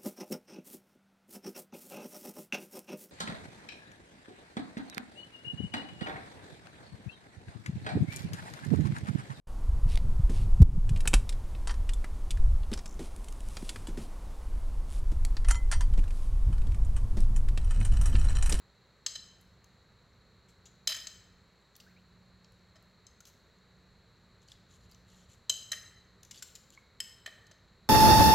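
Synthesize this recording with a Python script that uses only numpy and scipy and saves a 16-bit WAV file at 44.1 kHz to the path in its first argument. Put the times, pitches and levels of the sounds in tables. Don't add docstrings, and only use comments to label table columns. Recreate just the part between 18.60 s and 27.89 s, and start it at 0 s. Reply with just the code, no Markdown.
import sys
import numpy as np
from scipy import signal
from scipy.fft import rfft, irfft, next_fast_len
from scipy.io import wavfile
from scipy.ndimage import map_coordinates

SR = 44100
rng = np.random.default_rng(int(sys.argv[2]) if len(sys.argv) > 2 else 0)


def master_out(mix):
    frames = np.transpose(np.atleast_2d(mix))
    ceiling = np.clip(frames, -1, 1)
    pcm = np.round(ceiling * 32767).astype(np.int16)
    wavfile.write(sys.argv[1], SR, pcm)


N = 409688

# (time [s], level [dB], rim angle [deg], brightness [dB/octave],
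# stick resonance [Hz], top mode gain [dB], rise [s], chatter on the glaze [s], crack gain [dB])
CONTACTS = [(0.462, -33, 20.7, 0, 5400, -18.5, .001, 0.0043, 5),
            (0.551, -37.5, 27.7, -2, 4000, -13, .0076, 0.0075, -2),
            (2.272, -29.5, 25.3, 0.5, 3800, -3, .0017, 0.0052, 3),
            (2.288, -43.5, 28.5, -2, 4000, -1, .001, 0.025, 5),
            (2.319, -42, 28, -2, 4230, -9, .0007, 0.0084, 7),
            (2.344, -46.5, 45, -1.5, 3100, -10, .0007, .0085, 5),
            (2.363, -49.5, 44, -2, 3100, -4, .0013, 0.013, 2),
            (2.47, -40.5, 20, -2.5, 6400, -21, .0004, 0.0017, 8),
            (4.154, -66.5, 19.6, -10, 1800, -13, .0017, 0.015, 5),
            (4.466, -59.5, 23, 2, 6400, -6, .0013, 0.0033, -3),
            (6.895, -26, 66.6, 0.4, 7700, -8, 0.0015, 0.0049, -2),
            (7.116, -33.5, 86.6, -1, 4000, -3, 0.0026, 0.0064, -3),
            (7.1295, -43.5, 45, -5.5, 1830, -7, .0009, 0.0041, 6),
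            (8.402, -35.5, 76.5, 1, 5200, -2, 0.0008, 0.0026, 0),
            (8.66, -46.5, 40.7, -5.5, 1830, -3, .001, 0.005, 4),
            (8.675, -55, 58.4, -15, 1830, -3.5, .0006, .0017, 8),
            (8.867, -65.5, 23, -2, 6400, -2, .0008, .0022, 2),
            (8.911, -59, 19.6, -9, 6400, -5, .001, 0.007, 2)]
# (frequency [Hz], relative level [dB], t60 [s])
PLATE_MODES = [(626,-11.5,0.028), (1280,-17,.025), (1744,-9.5,0.023), (1844,-6,0.022), (3025,-7.5,.04),
               (3113,-0.5,0.044), (4008,0,0.03), (4756,-12.5,0.022), (5070,-4,0.036), (5193,-2.5,0.039),
               (5740,-14,0.024), (6214,-5,.024), (6393,-1.5,0.025), (6900,-5.5,.02), (7460,-6,0.018),
               (7720,-3.5,0.033), (8230,-17,.02), (9130,-15.5,.035), (10970,-13,0.023), (11720,-13.5,0.012),
               (12400,-13.5,0.018)]
# (frequency [Hz], waves round the rim [count])
RIM_WAVES = [(1830, 4), (3090, 5), (4000, 6), (5200, 7), (6360, 8), (7600, 9)]
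# (frequency [Hz], relative density [dB])
CRACK_SPECTRUM = [(250,-19.5), (600,-5), (1500,7.5), (2500,9.5), (4500,13.5), (7700,-5.5), (8200,-0.5),
                  (12500,2), (14500,-5.5), (15800,-9)]
# (time [s], level [dB], cavity resonance [Hz], treble spray gain [dB], lifetime [s])
WET_CONTACTS = [(0.81, -58, 7090, -7, .008), (1.0425, -52, 6750, -18, .004), (1.885, -62, 7560, -21, .03),
                (2.055, -50.5, 6860, -28.5, 0.022), (3.1536, -46.5, 5840, -26.5, .004),
                (3.163, -45.5, 4120, -6, .005), (3.2, -49.5, 4870, -23, .012),
                (3.845, -51, 4660, -35, .004), (3.921, -60, 6960, -9, 0.0027),
                (4.225, -57.5, 7500, -8, .003), (4.6043, -46, 6500, -20, .006),
                (4.6528, -46, 5300, -21, .006), (4.666, -53.5, 6500, -15.5, .03),
                (5.8852, -45, 4670, -38, 0.0026), (5.9178, -43.5, 4100, -29, .004),
                (6.3136, -51.5, 5000, -8, .004), (6.346, -49.5, 6000, -29, .004),
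                (7.6313, -42.5, 6370, -17.5, .004), (7.6494, -48, 6900, -22, .005),
                (7.71, -38, 7200, -24.5, .01), (7.8234, -32.5, 7300, -22, 0.0086),
                (7.952, -41.5, 7100, -21, .012), (8.1032, -46.5, 7000, -21, .003)]
# (frequency [Hz], relative density [dB])
FILM_SPECTRUM = [(400, -23), (1200, -20.5), (3000, -1.5), (5000, -1.5), (7500, -1), (8400, -6.5),
                 (12000, 3), (15500, -6.5)]
# (time [s], level [dB], starting frequency [Hz], t60 [s])
AIR_POCKETS = [(3.203, -43, 2800, 0.0073), (3.265, -57.5, 1420, 0.15), (3.364, -60.5, 2210, 0.13),
               (4.605, -56, 1390, .04), (5.919, -40.5, 3420, 0.011), (6.321, -46, 4700, .012),
               (7.714, -55, 2830, 0.05), (7.751, -54, 3370, .02), (7.775, -46, 4600, 0.028),
               (7.824, -43, 1464, 0.024), (8.175, -44.5, 2160, 0.038), (8.176, -54, 1050, 0.036)]
# (time [s], duration [s], level [dB])
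PRESSES = [(5.814, .026, -70.5), (5.871, 0.069, -67), (6.083, .1, -69.5), (6.191, 0.082, -75.5),
           (6.288, .056, -71), (6.453, 0.22, -70), (6.683, .079, -67.5), (7.733, .075, -57.5),
           (7.866, 0.034, -64), (8.119, .038, -65)]
# (frequency [Hz], gain [dB])
FIZZ_COLOUR = [(1500, -18), (3200, -0.5), (5500, -4), (7200, 6.5), (8400, -9.5), (10300, -10.5),
               (11700, -5.5), (13000, -15.5), (15500, -19.5)]
# (frequency [Hz], relative density [dB])
AIR_SPECTRUM = [(15, -53.5), (25, -12.5), (54, -5.5), (102, -1), (145, -5.5), (178, -6.5), (214, -7.5),
                (290, -16), (411, -11), (437, -12.5), (474, -12), (743, -19), (1160, -16.5), (1980, -18.5),
                (3300, -30.5), (4290, -64.5), (7260, -120)]
SIDE_SPECTRUM = [(25, -8), (70, 13), (200, 3), (500, -5.5), (2000, -33), (7000, -24.5), (15000, -20)]
HISS_SPECTRUM = [(2600,-27.5), (3600,-8.5), (3880,0.5), (4250,-2), (4450,-6), (5200,-18), (7600,-13),
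                 (8400,-31), (10500,-29.5), (11600,-21.5), (12400,-31.5), (15500,-28)]
# (time [s], relative level [dB])
HUM_ENVELOPE = [(0, -69), (.4, -84), (.7, -63), (1.4, -73), (2.2, -64.5), (2.4, -71), (2.77, -62),
                (3.1, -85), (3.25, -58.5), (4, -63.5), (4.85, -73), (5.15, -62.5), (5.5, -69), (6.6, -60.5),
                (6.85, -71), (7.6, -65), (8, -80), (9.29, -68.5)]
RUMBLE_ENVELOPE = [(0, 1), (.3, -3.5), (.6, 3.5), (1.7, 1), (2.75, 3), (3.05, -10.5), (3.2, 1), (3.4, 2.5),
                   (4.4, 2), (4.75, -1.5), (5.3, 2.5), (6.2, 5), (7.3, 2), (8.2, -1), (9.29, 4)]
# (frequency [Hz], level [dB])
STEADY_TONES = [(61, -71.5), (3985, -79.5), (4273, -75.5)]
# (frequency [Hz], t60 [s])
KITCHEN_T60 = [(200, .45), (1500, 1), (3500, 0.64), (7000, 0.61), (12000, 0.52), (16000, 0.9)]
# (frequency [Hz], left minus right [dB])
PORT_BALANCE = [(100,-.6), (190,-2.5), (350,0), (4700,0), (5800,1.5), (6400,5), (7850,11), (8300,3),
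                (9300,-5), (11500,-6), (12200,-2), (13500,0)]


def chopsticks(ring_db=3, crack_t60=0.033, grip_detune=0.0033, wet_db=-6.5):
    track, t = np.zeros(N), np.arange(SR // 10) / SR
    hz, mode_db, t60 = np.transpose(PLATE_MODES)[:, :, None]
    for s, db, angle, brightness, stick_hz, top_db, rise, chatter, crack_db in CONTACTS:
        drive = strike_spectrum(angle, brightness, stick_hz, top_db, chatter)
        pitch = hz * (1 + grip_detune * rng.standard_normal(hz.shape))
        phase = rng.random((len(hz), 1))
        free_time = np.maximum(t - chatter, 0)
        envelopes = amp(mode_db + along(drive, hz) - 60 * free_time / t60)
        ring = (envelopes * np.sin(2 * np.pi * (pitch * t + phase))).sum(0)
        tint = lambda f: amp((along(drive, f) + drive[:, 1].mean()) / 2)
        crack = filtered(noise(CRACK_SPECTRUM, len(t)), tint) * amp(-60 * free_time / crack_t60)
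        onset = 1 - np.exp(-(t / rise) ** 2)
        clink = amp(db) * onset * (amp(ring_db) * ring + amp(crack_db) * crack)
        add(track, s, in_kitchen(clink, wet_db))
    return track


def strike_spectrum(angle, brightness, stick_hz, top_db, chatter, node_db=-18, width_oct=0.12):
    rim_hz, waves = np.transpose(RIM_WAVES)
    coupling_db = 10 * np.log10(np.cos(np.radians(waves * angle)) ** 2 + amp(node_db) ** 2)
    stick_db = 3.5 * np.exp(-(np.log2(rim_hz / stick_hz) / width_oct) ** 2)
    low_db = -11.5 + 2.5 * np.log2(chatter / 0.0081)
    hz = np.r_[900, rim_hz, 9100]
    tilt_db = brightness * np.log2(hz / 4000)
    return np.c_[hz, np.r_[low_db, coupling_db + stick_db, top_db] + tilt_db]


def smacks(level_db=-6, cavity_db=8, cavity_width_hz=550, spray_db=10, wet_db=-6):
    track, t = np.zeros(N), np.arange(SR // 12) / SR
    for s, db, cavity_hz, top_db, life in WET_CONTACTS:
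        pocket = lambda f: cavity_db / (1 + ((f - cavity_hz) / cavity_width_hz) ** 2)
        spray = [(7500, 0), (10000, top_db + spray_db)]
        film = noise(FILM_SPECTRUM, len(t))
        crackle = unit(filtered(film, lambda f: amp(pocket(f) + along(spray, f))))
        burst = (1 - np.exp(-t / 0.00049)) * np.exp(-(t / life) ** 2)
        add(track, s, in_kitchen(amp(db + level_db) * burst * crackle, wet_db))
    return track


def bubbles(wet_db=-10):
    track, t = np.zeros(N), np.arange(SR // 10) / SR
    for s, db, hz, t60 in AIR_POCKETS:
        climb_oct_per_s = 4 * t60 / 0.035
        note = np.sin(2 * np.pi * np.cumsum(hz * 2 ** (climb_oct_per_s * t)) / SR)
        envelope = amp(db - 60 * t / t60) * (1 - np.exp(-t / 0.00056))
        add(track, s, in_kitchen(envelope * note, wet_db))
    return track


def squelch(bubbles_per_s=6040, knead_per_s=20, knead_db=1.5, fade_share=0.38, wet_db=-6):
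    track, t = np.zeros(N), np.arange(SR // 100) / SR
    for s, length, db in PRESSES:
        cloud = np.zeros(round(length * SR))
        for when, pitch, size in rng.random((int(bubbles_per_s * length) + 1, 3)):
            hz = 2500 * 6 ** pitch
            note = np.sin(2 * np.pi * hz * t) * np.exp(-hz * t / 5)
            add(cloud, when * length, size ** 2 * np.sqrt(hz) * note)
        pressure = amp(knead_db * wobble(knead_per_s)[:len(cloud)])
        fizz = unit(pressure * filtered(cloud, lambda f: amp(along(FIZZ_COLOUR, f))))
        fade = signal.windows.tukey(len(fizz), fade_share)
        add(track, s, in_kitchen(amp(db) * fade * fizz, wet_db))
    return track


def drips(count=40, t60=0.008, wet_db=-8):
    track, t = np.zeros(N), np.arange(SR // 20) / SR
    for when, pitch, size in rng.random((count, 3)):
        hz = 3800 * 2 ** pitch
        db = -69 - 3 * np.log(size + 0.03)
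        pop = np.sin(2 * np.pi * hz * t) * amp(db - 60 * t / t60)
        add(track, when * N / SR, in_kitchen(pop, wet_db))
    return track


def in_kitchen(sound, wet_db, build_up_s=0.0023):
    hz, t, spectra = signal.stft(rng.standard_normal(SR * 3 // 4), SR, nperseg=256)
    decay = amp(-60 * t / along(KITCHEN_T60, hz)[:, None])
    tail = signal.istft(spectra * decay, SR, nperseg=256)[1]
    tail *= 1 - np.exp(-(np.arange(len(tail)) / SR / build_up_s) ** 2)
    response = amp(wet_db) * tail / np.linalg.norm(tail)
    response[0] += 1
    return signal.fftconvolve(sound, response)


def background(air_db=-65, hiss_db=-73.5, hum_hz=181.4, hum_gain_db=-3, flutter_db=0.5):
    t = np.arange(N) / SR
    hum_db = np.interp(t, *np.transpose(HUM_ENVELOPE)) + hum_gain_db
    rumble_db = np.interp(t, *np.transpose(RUMBLE_ENVELOPE))
    air = amp(air_db) * noise(AIR_SPECTRUM, N)
    rumble = filtered(air, lambda hz: 1 / (1 + (hz / 150) ** 4))
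    swell = amp(rumble_db - flutter_db * wobble(8)) - 1
    hum = amp(hum_db) * np.sin(2 * np.pi * hum_hz * t + 0.78 * wobble(5))
    tones = sum(amp(db) * np.sin(2 * np.pi * hz * t + 0.84 * wobble(7.7)) for hz, db in STEADY_TONES)
    return air + swell * rumble + hum + tones + amp(hiss_db) * noise(HISS_SPECTRUM, N)


def amp(db):
    return 10 ** (np.asarray(db) / 20)


def unit(x):
    return x / np.sqrt(np.mean(x ** 2) + 1e-20)


def along(points, hz):
    f, v = np.transpose(points)
    return np.interp(np.log(hz + 1), np.log(f + 1), v)


def wobble(knots_per_s):
    knots = rng.standard_normal(int(N * knots_per_s / SR) + 4)
    return map_coordinates(knots, [np.arange(N) * knots_per_s / SR])


def filtered(x, response):
    n = x.shape[-1]
    padded = next_fast_len(n + 8192)
    return irfft(rfft(x, padded) * response(np.fft.rfftfreq(padded, 1 / SR)), padded)[..., :n]


def noise(spectrum, size):
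    return unit(filtered(rng.standard_normal(size), lambda hz: amp(along(spectrum, hz))))


def add(track, s, sound):
    part = track[max(round(s * SR), 0):][:len(sound)]
    part += sound[:len(part)]


def scene():
    side = amp(-81.5) * noise(SIDE_SPECTRUM, N)
    mid = background() + chopsticks() + smacks() + bubbles() + drips() + squelch()
    return np.array([mid + side, mid - side])


def record(dry):
    def ports(hz):
        gains = amp(np.outer([0.5, -0.5], along(PORT_BALANCE, hz)))
        return gains / gains.mean(0)
    return filtered(filtered(dry, ports), lambda hz: hz < 16050)


dry = scene()
out = record(dry)
master_out(out)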